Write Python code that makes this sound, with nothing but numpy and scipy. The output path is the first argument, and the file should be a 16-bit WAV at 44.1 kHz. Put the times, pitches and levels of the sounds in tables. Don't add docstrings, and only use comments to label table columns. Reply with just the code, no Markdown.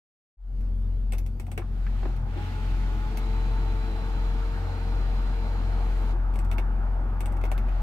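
import sys
import numpy as np
from scipy import signal
from scipy.fft import rfft, irfft
from scipy.io import wavfile
from scipy.ndimage import uniform_filter1d

SR = 44100
rng = np.random.default_rng(int(sys.argv[2]) if len(sys.argv) > 2 else 0)


def master_out(mix):
    frames = np.transpose(np.atleast_2d(mix))
    ceiling = np.clip(frames, -1, 1)
    pcm = np.round(ceiling * 32767).astype(np.int16)
    wavfile.write(sys.argv[1], SR, pcm)


N = 344862
TIME = np.arange(N) / SR
FADE_IN_S = 0.37
LEFT_LEAD_S = 0.00018


def gain_of(db):
    return 10 ** (np.asarray(db) / 20)


def unit_rms(x):
    return x / np.sqrt(np.mean(x ** 2) + 1e-20)


def ramp(start_s, length_s):
    return np.clip((TIME - start_s) / length_s, 0, 1)


def at_hz(points, hz):
    freqs, values = np.transpose(points)
    return np.interp(np.log(hz + 1), np.log(freqs + 1), values)


def curve(points):
    return np.interp(TIME, *np.transpose(points))


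def add(mix, start_s, sound):
    part = mix[:, round(start_s * SR):][:, :sound.shape[1]]
    part += sound[:, :part.shape[1]]


def wander(rate_hz):
    t = TIME[::100]
    hz = np.fft.rfftfreq(len(t), t[1])
    spectrum = rfft(rng.standard_normal(len(t))) / (1 + (hz / rate_hz) ** 4)
    return np.interp(TIME, t, unit_rms(irfft(spectrum, len(t))))


def pan(left_db):
    return gain_of([[left_db / 2], [-left_db / 2]])


def tone(cycles, rms_db):
    return np.sqrt(2) * gain_of(rms_db) * np.cos(2 * np.pi * cycles)


def resonance_db(modes, hz):
    return sum(db / (1 + (2 * (hz - centre) / width) ** 2) for centre, width, db in modes)


def causal_filter(x, gain):
    log_gain = np.log(np.maximum(gain, 1e-5))
    mirrored = np.concatenate([log_gain, log_gain[-2:0:-1]])
    response = np.exp(np.conj(signal.hilbert(mirrored)))[:len(gain)]
    return irfft(rfft(x) * response)


# freq_hz, coherence
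COHERENCE = [(60, 0.75), (110, 0.92), (250, 1), (450, 0.72), (750, 0.93), (1300, 0.81), (2200, 0.082),
             (5000, 0.054), (15000, .1)]
# freq_hz, left_minus_right_db
BALANCE = [(60, -4.5), (110, -1), (250, -1), (750, 0.4), (1200, -1), (2500, -1), (4200, -4), (6400, -2.5),
           (9800, 3), (15000, 1)]
def noise(spectrum, patchy_db):
    frames, hz = N // 512 + 5, np.fft.rfftfreq(2048, 1 / SR)
    a, b, c, d, patches = rng.standard_normal((5, frames, len(hz)))
    patches = uniform_filter1d(patches, size=6, axis=0)
    patches = unit_rms(uniform_filter1d(patches, size=16, axis=1))
    coherence = np.clip(at_hz(COHERENCE, hz), -1, 1)
    left, diffuse = a + 1j * b, c + 1j * d
    delayed = left * np.exp(-2j * np.pi * hz * LEFT_LEAD_S)
    right = coherence * delayed + np.sqrt(1 - coherence ** 2) * diffuse
    lean = gain_of(at_hz(BALANCE, hz) / 2)
    bins = np.array([left * lean, right / lean]) * gain_of(at_hz(spectrum, hz) + patchy_db * patches)
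    return unit_rms(signal.istft(bins.swapaxes(1, 2), nperseg=2048, noverlap=1536)[1][:, :N])


# freq_hz, relative_density_db
HISS_SPECTRUM = [(200, 10), (2000, 12), (3100, 11), (4000, 6), (4650, 6), (5500, 2), (8000, -1.5),
                 (11000, 0), (16000, -.5)]
def hiss(level_db=-66.8, whistle_hz=4600, whistle_db=-85):
    whistle = tone(np.cumsum(whistle_hz + 40 * wander(90)) / SR, whistle_db)
    return noise(HISS_SPECTRUM, patchy_db=3.0) * gain_of(level_db) + whistle


# freq_hz, relative_density_db
CABIN_SPECTRUM = [(15, -1), (30, 13), (60, -10), (110, 4.5), (160, -2), (220, -2.5), (300, -14),
                  (450, -13.5), (900, -31), (2000, -54)]
GAP_OPENS_S = 1.59
def cabin_rumble(open_db=-40.5, shut_change_db=-2, unseal_s=0.44):
    shut = 1 - ramp(GAP_OPENS_S, unseal_s)
    level_db = open_db + shut_change_db * shut + 0.07 * wander(0.62)
    return noise(CABIN_SPECTRUM, patchy_db=1.0) * gain_of(level_db) * ramp(FADE_IN_S, 0.19)


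# freq_hz, relative_density_db
STREET_SPECTRUM = [(150, -3.5), (250, -2), (345, 0), (420, -7.5), (550, -5.5), (700, -2), (865, 2),
                   (1000, -5.5), (1250, -4), (1500, -6), (1800, -13.5), (2500, -22), (3500, -32.5),
                   (7000, -49)]
def street(leak_db=-61, open_db=-43, swell_s=2.71):
    power = gain_of(leak_db) ** 2 + gain_of(open_db) ** 2 * ramp(GAP_OPENS_S, swell_s)
    return noise(STREET_SPECTRUM, patchy_db=1.5) * np.sqrt(power)


def hum(pitch_hz=124.4, sink_hz=20, level_db=-48.5):
    hz = pitch_hz - sink_hz * ramp(2.75, 1.5)
    envelope = ramp(0.35, 1.5) * (1 - ramp(4.3, 0.4))
    return tone(np.cumsum(hz) / SR, level_db) * envelope * (1 + 0.5 * wander(2.6))


# time_s, firing_hz
FIRING_RATE = [(0.65, 44.23), (1.18, 44.03), (1.5, 45.43), (1.86, 43.93), (2.15, 44.28), (2.48, 45.13),
               (2.73, 43.85), (3.15, 44.37), (3.45, 43.52), (4.0, 44.44), (4.33, 43.78), (4.73, 44.9),
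               (5.0, 43.62), (5.5, 44.2), (5.95, 43.46), (6.75, 43.65), (7.17, 44.3), (7.6, 43.64)]
# crank_multiple, level_db
ENGINE_ORDERS = [(3, -51.5), (6, -63), (8, -69), (10, -54), (12, -61)]
def engine(boom_hz=43.4, width_hz=0.85, boom_db=-23.5, octave_db=-40.5):
    firing_hz = curve(FIRING_RATE)
    crank_turns = np.cumsum(firing_hz) / (2 * SR)
    loss_db = 10 * np.log10(1 + abs((firing_hz - boom_hz) / width_hz) ** 3)
    boom = tone(2 * crank_turns, boom_db - loss_db)
    octave = tone(4 * crank_turns, octave_db + 0.55 * loss_db) * (1 + 0.33 * wander(3))
    orders = sum(tone(order * crank_turns + rng.random(), db) * (1 + 0.23 * wander(0.72))
                 for order, db in ENGINE_ORDERS)
    return (boom + (octave + orders) * ramp(FADE_IN_S, 0.27)) * pan(left_db=2.5)


# centre_hz, width_hz, boost_db
LINING_MODES = [(354, 61, 8.5), (770, 190, 5.5)]
def thud(level_db, centre_hz, t60_s, width_octaves):
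    t, hz = np.arange(16384) / SR, np.fft.rfftfreq(16384, 1 / SR) + 1
    mid, side = rng.standard_normal((2, len(t))) * gain_of(level_db - 60 * t / t60_s)
    band = 1 / (1 + (np.log2(hz / centre_hz) / width_octaves) ** 2)
    rolloff = 1 / (1 + (hz / centre_hz / 3) ** 2)
    response = unit_rms(band * rolloff * gain_of(resonance_db(LINING_MODES, hz)))
    return causal_filter(np.array([mid + 0.5 * side, mid - 0.5 * side]), response)


# start_s, level_db, centre_hz, t60_s, width_octaves
ROOF_KNOCKS = [(1.48, -46.5, 740, 0.093, 0.49), (1.578, -35, 248, 0.14, 1.8),
               (1.616, -42.5, 1090, 0.11, 0.54), (1.866, -43, 1627, 0.064, .5), (2.03, -37.5, 500, .1, 2),
               (2.053, -36.5, 596, 0.13, 1.3), (2.04, -37, 198, 0.33, 0.7), (2.36, -39, 268, 0.29, 0.7),
               (6.12, -36.5, 346, 0.19, 0.16), (7.438, -31, 320, 0.081, 1.44),
               (7.516, -30.5, 450, 0.073, 1.9)]
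def knocks():
    out = np.zeros((2, N))
    for start_s, *blow in ROOF_KNOCKS:
        add(out, start_s, thud(*blow))
    return out


# centre_hz, width_hz, boost_db
HOUSING_MODES = [(2175, 230, 9), (2592, 165, 8), (2736, 37, 8.5), (3520, 36, 10), (5830, 320, 5),
                 (8150, 500, 5.5), (10300, 320, -2), (13050, 300, -0.5), (15100, 500, -9)]
# start_s, body_db, ring_db, snap_db
SWITCH_CLICKS = [(0.608, -64, -73, -66), (1.1221, -41.5, -39.5, -50), (1.1337, -42, -57, -50),
                 (1.183, -49, -61, -46), (1.263, -54, -58, -55), (1.398, -46.5, -49, -51),
                 (1.4667, -53, -61, -63), (1.516, -46, -46, -53), (1.5769, -34, -46.5, -48.5),
                 (2.1648, -59, -69, -62), (3.1727, -42, -54, -44), (6.3386, -52, -63, -61),
                 (6.3573, -45.5, -52, -56), (6.3894, -46, -47, -52.5), (6.4475, -56, -61, -61),
                 (6.5143, -37.5, -52, -51.5), (6.5284, -50, -56, -56), (6.5826, -35, -53, -49.5),
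                 (7.206, -40.5, -43.5, -48.5), (7.2579, -42.5, -41.5, -52), (7.3223, -59, -58, -58),
                 (7.3681, -51, -63, -61), (7.4136, -48, -64, -62), (7.4381, -40, -62, -53),
                 (7.4528, -44, -62.5, -55), (7.5155, -39.5, -50, -47.5), (7.5785, -41.5, -62, -51.5),
                 (7.6852, -44, -77, -63)]
def clicks(gain_db=30, rise_s=0.00065, snap_t60_s=0.0038, scatter_t60_s=0.09, scatter_db=-10.5):
    t, hz = np.arange(8192) / SR, np.fft.rfftfreq(8192, 1 / SR)
    decay = gain_of(-60 * t / snap_t60_s) + gain_of(scatter_db - 60 * t / scatter_t60_s)
    envelope = decay * (1 - np.exp(-t / rise_s))
    left_db = at_hz([(4000, 0), (11000, 6.5)], hz)
    out = np.zeros((2, N))
    for start_s, body_db, ring_db, snap_db in SWITCH_CLICKS:
        detune = 1 + 0.017 * rng.standard_normal()
        spectrum = [(150, body_db - 20), (1000, body_db - 5), (2300, body_db + 0.5),
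                    (4000, (body_db + snap_db) / 2 - 3), (6800, snap_db - 3),
                    (8500, ring_db), (10300, snap_db - 2), (15500, snap_db - 2)]
        response_db = at_hz(spectrum, hz) + resonance_db(HOUSING_MODES, hz / detune) + gain_db
        bursts = envelope / np.linalg.norm(envelope) * rng.standard_normal((2, len(t)))
        bursts[:, round(rise_s * SR)] += 0.38
        left = causal_filter(bursts[0], gain_of(response_db + left_db / 2))
        right = causal_filter(bursts[1], gain_of(response_db - left_db / 2))
        add(out, start_s, np.array([left, right]))
        add(out, start_s, thud(body_db - 1.5, centre_hz=467, t60_s=0.15, width_octaves=1.8))
    return out


# time_s, commutator_hz
COMMUTATOR_RATE = [(2.36, 405.3), (2.42, 416.4), (2.48, 427), (2.78, 430.2), (3.04, 423.3), (3.18, 443.4),
                   (3.4, 446.3), (3.6, 447), (3.72, 442.6), (4.0, 446), (4.1, 453.2), (4.4, 454),
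                   (4.64, 460.7), (5.45, 456.5), (5.8, 463.5), (5.92, 444), (6.12, 438.7)]
# time_s, stage (0 dropping, 1 starting to slide, 2 free)
TRAVEL_STAGE = [(3.03, 0.12), (3.17, 1.06), (3.9, 1), (4.35, 1.7)]
# centre_hz, width_hz, boost_db
FRAME_MODES = [(835, 32, 9)]
# shaft_multiple, drop_db, slide_db, free_db, left_minus_right_db
MOTOR_ORDERS = [(3, -56, -53, -54, 0), (4, -52, -53, -59, 0), (5, -60, -57, -57, -1), (6, -56, -51, -60, 2),
                (8, -56, -49, -51.7, -1), (16, -54.5, -53.3, -58, -3), (24, -61, -67, -69, -3),
                (27, -61.5, -68, -76, 0), (40, -67, -66, -71, 1), (72, -78, -64, -65, -9),
                (80, -76, -68, -75, -7), (88, -82, -84, -72, -2), (96, -83, -80, -80, -4)]
MOTOR_ON_S, MOTOR_OFF_S = 2.36, 6.15
BRAKE_START_S, BRAKE_LENGTH_S = 5.73, 0.24
def motor(segments=8, drag=0.00124, jitter=0.00096, flutter=0.19, brake_treble_db=-5):
    commutator_hz = curve(COMMUTATOR_RATE) * (1 + drag * wander(3.82))
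    shaft_hz = commutator_hz / segments
    shaft_turns = np.cumsum(shaft_hz * (1 + jitter * wander(23.4))) / SR
    stage = curve(TRAVEL_STAGE)
    running = ramp(MOTOR_ON_S, 0.024) * (1 - ramp(MOTOR_OFF_S - 0.04, 0.032))
    braking = ramp(BRAKE_START_S, BRAKE_LENGTH_S)
    out = np.zeros((2, N))
    for order, *stage_db, left_db in MOTOR_ORDERS:
        hz, treble_weight = order * shaft_hz, min(order / 40, 1)
        level_db = np.interp(stage, [0, 1, 2], stage_db) + resonance_db(FRAME_MODES, hz)
        level_db += brake_treble_db * treble_weight * braking
        lead_cycles = hz * LEFT_LEAD_S + 0.15 * treble_weight * wander(0.89)
        cycles = order * shaft_turns + rng.random() + lead_cycles * np.array([[0.5], [-0.5]])
        out += tone(cycles, level_db) * (1 + flutter * wander(11.7)) * pan(left_db)
    return out * running


# freq_hz, relative_density_db
RAIL_SPECTRUM = [(120, -24), (300, -27), (800, -19), (1400, -3), (2000, -1), (2500, -2), (3200, -5.5),
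                 (4300, -8), (5500, -14.5), (7500, -16), (9500, -21), (12000, -19.5), (16000, -25)]
# start_s, end_s, swell_s, release_s, level_db, treble_db, corner_hz
RUB_STROKES = [(1.55, 2.06, .51, .27, -54, -4, 7000), (2.23, 2.39, .1, .18, -49, -28, 900),
               (2.26, 6.11, .17, .05, -50, -6, 7000), (7.56, 7.82, .22, .05, -55, -7, 4000)]
def rails(chop_depth=0.29, grain=0.027, slope_db_per_s=-0.59, brake_treble_db=5):
    friction = noise(RAIL_SPECTRUM, patchy_db=1.0)
    commutator_cycles = np.cumsum(curve(COMMUTATOR_RATE)) / SR
    chop = 1 + chop_depth * np.cos(2 * np.pi * commutator_cycles) + grain * wander(64)
    braking = ramp(BRAKE_START_S, BRAKE_LENGTH_S) * (TIME < MOTOR_OFF_S)
    out = np.zeros((2, N))
    for start_s, end_s, swell_s, release_s, level_db, treble_db, corner_hz in RUB_STROKES:
        treble = signal.sosfilt(signal.butter(1, corner_hz, "high", fs=SR, output="sos"), friction)
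        shelved = friction + (gain_of(treble_db + brake_treble_db * braking) - 1) * treble
        envelope = ramp(start_s, swell_s) * (1 - ramp(end_s, release_s))
        out += shelved * envelope * gain_of(level_db + slope_db_per_s * (TIME - start_s))
    return out * chop


def scene():
    background = hiss() + cabin_rumble() + street() + hum() + engine()
    return background + knocks() + clicks() + motor() + rails()


def record(dry, fade_s=0.24, cutoff_hz=15700):
    lowpass = signal.firwin(511, cutoff_hz, window=("kaiser", 9), fs=SR)
    return signal.oaconvolve(dry * ramp(FADE_IN_S, fade_s), lowpass[None], "same")


dry = scene()
out = record(dry)
master_out(out)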